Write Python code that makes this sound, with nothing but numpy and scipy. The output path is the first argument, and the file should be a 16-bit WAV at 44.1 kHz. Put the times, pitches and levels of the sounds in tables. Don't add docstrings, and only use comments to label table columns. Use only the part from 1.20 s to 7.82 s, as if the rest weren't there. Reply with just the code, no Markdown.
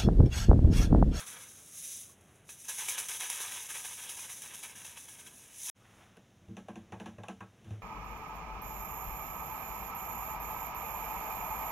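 import sys
import numpy as np
from scipy import signal
from scipy.fft import rfft, irfft
from scipy.io import wavfile
from scipy.ndimage import uniform_filter1d

SR = 44100
rng = np.random.default_rng(int(sys.argv[2]) if len(sys.argv) > 2 else 0)


def gain_from_decibels(decibels):
    exponent = np.asarray(decibels, float) / 20
    return 10 ** exponent


def unload_audio(sound):
    columns = np.transpose(np.atleast_2d(sound))
    steps = np.round(np.clip(columns, -1, 1) * 32767)
    wavfile.write(sys.argv[1], SR, steps.astype(np.int16))


N = 291942
TIME = np.arange(N) / SR
CUT_S = 4.5

# (time [s], patter peak [dB], leading clump over stream [dB], fall [ms])
SHAKES = [(0.063, -34.5, -7, 43), (1.292, -42.5, 3, 25), (1.443, -40, 2, 30), (1.486, -28, 4, 24),
          (1.584, -30, -2, 53), (1.685, -26.5, 4.5, 34), (1.781, -26, 4.5, 30.5), (1.887, -27.5, -0.5, 44),
          (1.999, -28.5, 1, 70), (2.098, -30, 4, 98), (2.202, -31, 2.5, 68), (2.314, -33, 2.5, 58),
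          (2.489, -31, -8, 68), (2.546, -32.5, -3, 22), (2.648, -36.5, 9.5, 114), (2.786, -40, 0, 29),
          (2.892, -36.5, 9.5, 74), (2.97, -35.5, 4.5, 23), (2.987, -37, 3, 59), (3.093, -35, -9, 47),
          (3.218, -39.5, -2, 70), (3.338, -39.5, 5, 53), (3.43, -34.5, -7, 30), (3.554, -39, 1, 61),
          (3.649, -41, 7, 81), (3.701, -48, -3, 52), (3.772, -39.5, 4, 32), (3.885, -39.5, 2, 37),
          (3.989, -42, -10, 37), (4.064, -48.5, 9.5, 19)]
# (frequency [Hz], density [dB per Hz])
HISS = [(880, -60), (1500, -24.5), (1650, -19), (2540, -12), (3030, -12.5), (3720, -9), (4570, -19),
        (4990, -11), (6070, -2.5), (7380, -4.5), (7980, -7.5), (9790, -1), (11300, -3), (13500, -19.5),
        (15500, -13)]
# (frequency [Hz], level [dB], t60 [s])
DEEP = [(89.3, -14.5, 0.98), (105.5, 0.5, 0.33), (126, -12, 0.38)]
# (frequency [Hz], level [dB], t60 [s])
BODY = [(189.6, 4, 0.25), (220.5, 3, 0.24), (266, -13.5, 0.39), (331.5, 2.5, 0.14), (450, -13, 0.29)]


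def level(x, db):
    return x * gain_from_decibels(db) / np.sqrt(np.mean(x ** 2))


def colour(x, points):
    hz, db = np.transpose(points)
    log_hz = np.log(np.fft.rfftfreq(4096, 1 / SR) + 1)
    log_gain = np.interp(log_hz, np.log(hz), db) * np.log(10) / 20
    cepstrum = irfft(log_gain)
    cepstrum[1:2048] *= 2
    cepstrum[2049:] = 0
    response = irfft(np.exp(rfft(cepstrum)))
    return signal.fftconvolve(x, response)[:len(x)]


def band(x, lo_hz, hi_hz):
    sos = signal.butter(4, [lo_hz, hi_hz], "band", fs=SR, output="sos")
    return np.std(signal.sosfilt(sos, x))


def resonate(x, hz, width_hz):
    return signal.lfilter(*signal.iirpeak(hz, hz / width_hz, SR), x)


def ring(modes, gains, turns, t):
    hz, db, t60 = np.transpose(modes)[:, :, None]
    decay = gain_from_decibels(db - 60 * t / t60)
    sines = np.sin(2 * np.pi * (hz * t + turns[:, None]))
    return (gains[:, None] * decay * sines).sum(0)


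def add(out, s, x):
    i = int(s * SR)
    out[i:i + len(x)] += x[:N - i]


def walk(rate):
    k = int(SR / rate)
    held = np.repeat(rng.standard_normal(N // k + 1), k)
    return 1.94 * uniform_filter1d(uniform_filter1d(held, k), k)[:N]


def flicker():
    rate = 16
    levels_db = 3 * rng.standard_normal(int(N / SR * rate) + 2)
    return gain_from_decibels(np.interp(TIME * rate, np.arange(len(levels_db)), levels_db))


def swells(rows):
    drop_db, shape = 13.5, 1.72
    total = np.zeros(N)
    for s, db, rise, fall in rows:
        away = np.abs((TIME - s) / np.where(TIME < s, rise, fall))
        total = total + gain_from_decibels(2 * (db - drop_db * away ** shape))
    return total


def grains(rate, spread_db):
    size = gain_from_decibels(spread_db * np.minimum(rng.exponential(size=N), 3)) * rng.standard_normal(N)
    return level(size * (rng.random(N) < rate / SR), 0)


def air():
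    # (frequency [Hz], density [dB per Hz])
    tone = [(15, -83), (25, -17), (87, 3.5), (215, -1), (245, -2.5), (544, -8), (619, -8), (675, -8),
            (768, -10.5), (874, -14), (3180, -18), (4300, -34.5), (5590, -55), (9460, -120)]
    sway_db = 1.2 * walk(6)
    return level(colour(rng.standard_normal(N), tone) * gain_from_decibels(sway_db), -64.5)


def hand():
    # (peak [s], rustle [dB], rumble [dB], rise [s], fall [s])
    moves = [
        (4.798, -63.5, -66.5, 0.32, 0.19),
        (5.24, -83, -63.5, 0.034, 0.045),
        (5.31, -81, -50.5, 0.037, 0.029),
        (5.852, -79, -59.5, 0.86, 0.31),
        (5.824, -64, -82, .06, 0.092),
        (6.5, -64.5, -51, 0.066, .1),
    ]
    # (peak [s], swish [dB], rise [s], fall [s])
    sweeps = [
        (4.8, -67.5, 0.34, 0.12),
        (6.48, -75, 0.15, 0.24),
    ]
    # (frequency [Hz], density [dB per Hz])
    rustling = [(180, -42), (300, 2.5), (373, -8), (707, 4.5), (1360, 1.5), (1470, 1.5), (3660, -6),
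                (4600, -67), (5980, -69), (10100, -120)]
    # (frequency [Hz], density [dB per Hz])
    silky = [(1760, -23), (3000, -12), (3280, -11), (3660, -4), (4350, -13), (4660, -14), (5340, -8.5),
             (5920, -5.5), (6260, -4), (8010, -15), (10900, -13), (13400, -23), (15500, -19)]
    rest_rustle, rest_rumble, rest_silk, rest_swish = gain_from_decibels(2 * np.array([-78, -71.5, -75.5, -86]))
    s, rustle_db, rumble_db, rise, fall = np.transpose(moves)
    rub = swells(zip(s, rustle_db, rise, fall))
    shake = swells(zip(s, rumble_db, rise, fall))

    silk = level(colour(rng.standard_normal(N), silky), 0)
    sound = np.sqrt(rest_silk + gain_from_decibels(2 * -9) * rub) * silk
    swish = level(colour(rng.standard_normal(N), HISS), -6)
    sound = sound + np.sqrt(rest_swish + swells(sweeps)) * swish
    t = np.arange(SR // 2) / SR
    for modes, db in ((DEEP, 0), (BODY, -3.5)):
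        body = ring(modes, np.ones(len(modes)), np.zeros(len(modes)), t)
        rumble = level(signal.fftconvolve(rng.standard_normal(N), body)[:N], db)
        sound = sound + np.sqrt(rest_rumble + shake) * rumble
    rustle = colour(grains(5000, spread_db=2), rustling) * gain_from_decibels(1.5 * walk(40))
    sound = sound + np.sqrt(rest_rustle + rub) * level(rustle, 0)
    return sound * (TIME > CUT_S)


def touches():
    # (time [s], peak [dB], flesh [0 nail - 1 pad], wall ring [Hz], push on the liquid [dB])
    finger_taps = [(4.971, -51, 0.083, 494, -6), (5.368, -39.5, 0.063, 670, 0.5), (5.484, -37, .6, 650, 4),
                   (5.557, -43, 0, 710, 5), (5.722, -33.5, 0.82, 700, 0), (5.800, -38, 0.26, 700, 1.5),
                   (5.859, -36.5, 0.15, 750, -0.5), (5.983, -40.5, 1, 614, 2.5),
                   (6.035, -40.5, 0.27, 830, -9), (6.084, -34.5, 0.17, 716, 2.5),
                   (6.206, -37, 0.78, 1020, 0.5)]
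    # (time [s], peak [dB], deep boom [dB], upper boom [dB])
    bumps = [
        (5.285, -61, -46, -47),
        (5.309, -70, -50, -49),
        (6.445, -55.5, -47, -69),
        (6.478, -60, -42, -69),
        (6.507, -50, -33.5, -51),
        (6.534, -58, -48, -53),
    ]
    nail, pad = np.array([-26, -4, -9.5]), np.array([-4, -13.5, -21.5])
    rows = []
    for s, db, flesh, hz, push in finger_taps:
        mix = nail + flesh * (pad - nail)
        rows.append((s, db, *(mix + [db + push, db + push, 0]), hz))
    for bump in bumps:
        rows.append((*bump, -7.5, 700))
    return rows


def wall_rattle(noise, hz, beat_hz, t):
    # (frequency [Hz], width [Hz], level [dB])
    panel = [(446, 28, 13), (490, 28, 1), (590, 23, -1.5), (630, 24, -30), (740, 38, -7), (833, 41, -0.5),
             (900, 21, -7.5), (1021, 21, 3.5), (1110, 28, 4), (1310, 14, 6), (1595, 81, 8), (2500, 85, 8)]
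    # (frequency [Hz], density [dB per Hz])
    wall = [(220, -37), (380, -3), (422, -8), (718, -1.5), (952, -6), (1090, -6), (1400, -8.5),
            (1600, -8.5), (2260, -12.5), (2700, -18.5), (4600, -39), (5980, -82), (10100, -120)]
    t60_s = 0.16
    dense = noise * gain_from_decibels(-60 * t / t60_s) * (1 - np.exp(-t / 0.0011))
    dense = dense * gain_from_decibels(1.35 * np.sin(2 * np.pi * beat_hz * t))
    dense = 0.5 * dense + 1.01 * signal.lfilter(*signal.iirpeak(hz, 1.5, SR), dense)
    dense = dense + 0.97 * sum(gain_from_decibels(g) * resonate(dense, f, w) for f, w, g in panel)
    return colour(dense, wall)


def taps():
    # (frequency [Hz], level [dB], t60 [s])
    nail_modes = [(1680, -13, 0.15), (2690, 6, 0.015), (3510, -12.5, 0.061), (6200, -10, .03)]
    # (frequency [Hz], density [dB per Hz])
    sheen = [(1760, -13), (3000, 0), (3190, -6), (3640, -4), (4590, -21), (5380, -13), (6050, -4),
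             (6570, -10.5), (7180, -6.5), (7850, -21.5), (10100, -11), (13300, -35), (15500, -25)]
    spot_t60_s, liquid_rise_s = 0.022, 0.0081
    out, crack, t = np.zeros(N), np.zeros(N), np.arange(SR // 3) / SR
    rows = touches()
    chance = rng.standard_normal((len(rows), 2, len(DEEP + BODY + nail_modes)))
    noises = rng.standard_normal((len(rows), len(t)))
    a, b = len(DEEP), len(DEEP + BODY)
    for (s, db, deep_db, body_db, nail_db, hz), (spread, turns), noise in zip(rows, chance, noises):
        gains = gain_from_decibels(1.85 * spread)
        deep = gain_from_decibels(deep_db) * ring(DEEP, gains[:a], turns[:a], t)
        upper = gain_from_decibels(body_db) * ring(BODY, gains[a:b], turns[a:b], t) * (1 - np.exp(-t / liquid_rise_s))
        boom = gain_from_decibels(-1.5) * (deep + upper) * (1 - np.exp(-t / 0.0058))
        spot = gain_from_decibels(db + 4.5 - 60 * t / spot_t60_s) * np.sin(2 * np.pi * hz * t) * (1 - np.exp(-t / 0.0027))
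        rattle = gain_from_decibels(db + 5.5) * wall_rattle(noise, hz, 62 * gains[0] ** 0.24, t)
        nail = gain_from_decibels(db + nail_db) * ring(nail_modes, gains[b:], 0 * turns[b:], t)
        add(out, s, boom + spot + nail + rattle)
        click = noise * (np.exp(-t / 0.0015) + 0.55 * np.exp(-t / 0.034))
        add(crack, s, gain_from_decibels(db + nail_db + 7.5) * click)
    return out + colour(crack, sheen)


def ticks():
    # (time [s], bright peak [dB], knock peak [dB], knock [Hz])
    strays = [(0.8948, -54, -56, 1110), (0.9844, -70, -74, 1080), (1.0103, -55, -75, 1340),
              (1.0844, -66, -73, 775), (1.1562, -56, -69, 781), (1.291, -55, -45.5, 2560),
              (1.885, -28.5, -53, 2500), (2.1, -22.5, -39, 990), (2.8934, -33.5, -41, 2830),
              (2.9924, -45, -44, 2500), (3.2197, -33.5, -49, 3100), (3.4344, -38, -44.5, 2310),
              (3.648, -43, -46, 2690), (4.969, -58, -57, 1510)]
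    out, knocks, t = np.zeros(N), np.zeros(N), np.arange(2048) / SR
    snap_filter = signal.butter(2, [700, 4000], "band", fs=SR)
    for s, db, knock_db, hz in strays:
        noise = rng.standard_normal(len(t))
        add(out, s, gain_from_decibels(db + 4.0) * noise * np.exp(-t / 0.0037))
        add(knocks, s, gain_from_decibels(knock_db - 1.0 - 60 * t / 0.061) * np.sin(2 * np.pi * hz * t))
        snap = signal.lfilter(*snap_filter, noise * np.exp(-t / 0.0017))
        add(knocks, s, gain_from_decibels(knock_db + 7.5) * snap)
    return colour(out, HISS) + knocks


def powder_flow(first_tub):
    # (time [s], patter on the tub [dB])
    stream = [(0, -42), (.03, -52), (.22, -54), (.29, -64.5), (.88, -72.5), (1.28, -75.5), (1.45, -69),
              (1.56, -53), (2.0, -58.5), (2.66, -54.5), (3.0, -58.5), (4.1, -69.5), (4.44, -64.5),
              (4.497, -48)]
    # (peak [s], hiss [dB], rise [s], fall [s])
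    slides = [
        (.36, -54.5, .3, .35),
        (.69, -42.5, 0.18, 0.17),
        (.8, -49, .1, 0.077),
        (.897, -58, 0.006, .05),
        (1.12, -73, .3, 0.52),
        (1.33, -52, 0.052, 0.045),
        (1.41, -50.5, 0.035, 0.055),
        (1.54, -45, 0.11, 0.24),
        (4.2, -58, 0.44, 0.15),
        (4.48, -39, 0.13, .3),
    ]
    lead_s, spread_s = 0.022, 0.009
    s, stream_db = np.transpose(stream)
    patter = gain_from_decibels(2 * np.interp(TIME, s, stream_db))
    hiss = swells(slides) + patter * gain_from_decibels(2 * np.where(first_tub, 0.5, 8))
    ms = np.arange(SR // 2) / SR * 1000
    for s, db, clump_db, fall_ms in SHAKES:
        clump = gain_from_decibels(2 * clump_db) * np.exp(-ms / 7)
        throw = (1 - np.exp(-ms / 4)) * (np.exp(-ms / fall_ms) + clump)
        add(patter, max(s - .002, 0), throw * gain_from_decibels(2 * (db - 17.0)))
        dust = uniform_filter1d(np.pad(throw, (int(lead_s * SR), 0)), int(spread_s * SR))
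        add(hiss, s - lead_s, dust * gain_from_decibels(2 * (db - 10)))
    return patter, hiss


def spout_pause():
    depth_db, ahead_s, width_s = -1, 0.015, 0.0097
    ahead = np.array(SHAKES)[:, :1] - ahead_s - np.arange(0, N, 64) / SR
    dips = np.exp(-(ahead / width_s) ** 2).sum(0)
    return np.repeat(gain_from_decibels(depth_db * dips), 64)[:N]


def grain_hiss():
    # (frequency [Hz], width [Hz], level [dB])
    rim = [(3830, 100, -6), (6030, 56, 3.5), (6510, 71, 0.5), (6900, 55, -17), (8580, 55, -1),
           (10030, 110, -18), (10300, 72, -1), (10720, 51, -0.5)]
    dust = grains(16000, spread_db=-3.0)
    rims = sum(gain_from_decibels(g) * flicker() * resonate(dust, f, w) for f, w, g in rim)
    return colour(dust + rims, HISS)


def lumps():
    return grains(400, spread_db=1)


def tub_drum(first_tub):
    # (frequency [Hz], width [Hz], level [dB])
    tub = [(750, 14, 12.5), (881, 177, 3.5), (1012, 19, -5.5), (1090, 29, -10), (1268, 130, 2.5),
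           (1405, 52, -3.5), (1541, 56, 2), (1687, 167, 1), (1940, 160, 0), (2157, 50, 6), (2310, 150, 2.5),
           (2476, 38, -5.5), (2582, 82, 4), (2804, 60, 0), (2970, 106, 1.5), (3250, 130, 5),
           (3420, 40, 4.5), (3696, 25, 9), (3890, 48, 5)]
    # (frequency [Hz], density [dB per Hz])
    first_patter = [(210, -40), (350, -11), (510, 2), (647, -16), (769, -15), (1030, -3), (1250, -2.5),
                    (1450, -4.5), (1630, -3), (1820, -7), (2160, -6.5), (2990, -9), (3260, -8.5),
                    (4600, -14.5), (5980, -52), (10100, -120)]
    # (frequency [Hz], density [dB per Hz])
    second_patter = [(210, -50), (350, -4), (562, -5), (675, -17), (974, -0.5), (1410, -9.5), (1650, -0.5),
                     (1940, -5.5), (2740, -1.5), (3830, -6.5), (4600, -16.5), (5980, -1.5), (10100, -120)]
    drops = grains(6000, spread_db=2.0) + 0.31 * lumps()
    drum = .5 * drops
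    for hz, width_hz, db in tub:
        drum = drum + gain_from_decibels(db) * flicker() * resonate(drops, hz, width_hz)
    return np.where(first_tub, colour(drum, first_patter), colour(drum, second_patter))


def powder():
    first_tub = np.arange(N) < 1.28 * SR
    patter, hiss = powder_flow(first_tub)
    fine, drum = grain_hiss(), tub_drum(first_tub)
    fine = fine / band(fine, 5000, 12000) * np.sqrt(hiss) * gain_from_decibels(.8 * walk(40))
    drum = drum / band(drum, 600, 3400) * np.sqrt(patter) * gain_from_decibels(1.6 * walk(55))
    return (fine + drum) * spout_pause() * (np.arange(N) < CUT_S * SR)


def scene():
    mono = air() + hand() + taps() + ticks() + powder()
    return np.array([mono, mono])


def top_cut(x):
    return signal.sosfilt(signal.butter(12, 16970, fs=SR, output="sos"), x)


def record(dry):
    back_s, fade_s, top_hz = 4.547, 0.022, 15790
    gate = np.where(TIME < CUT_S, 1, np.clip((TIME - back_s) / fade_s, 0, 1))
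    heard = signal.sosfilt(signal.butter(1, 30, "high", fs=SR, output="sos"), dry) * gate
    heard = signal.sosfilt(signal.ellip(12, .2, 80, top_hz, fs=SR, output="sos"), heard)
    return top_cut(heard)


dry = scene()
out = record(dry)
unload_audio(out)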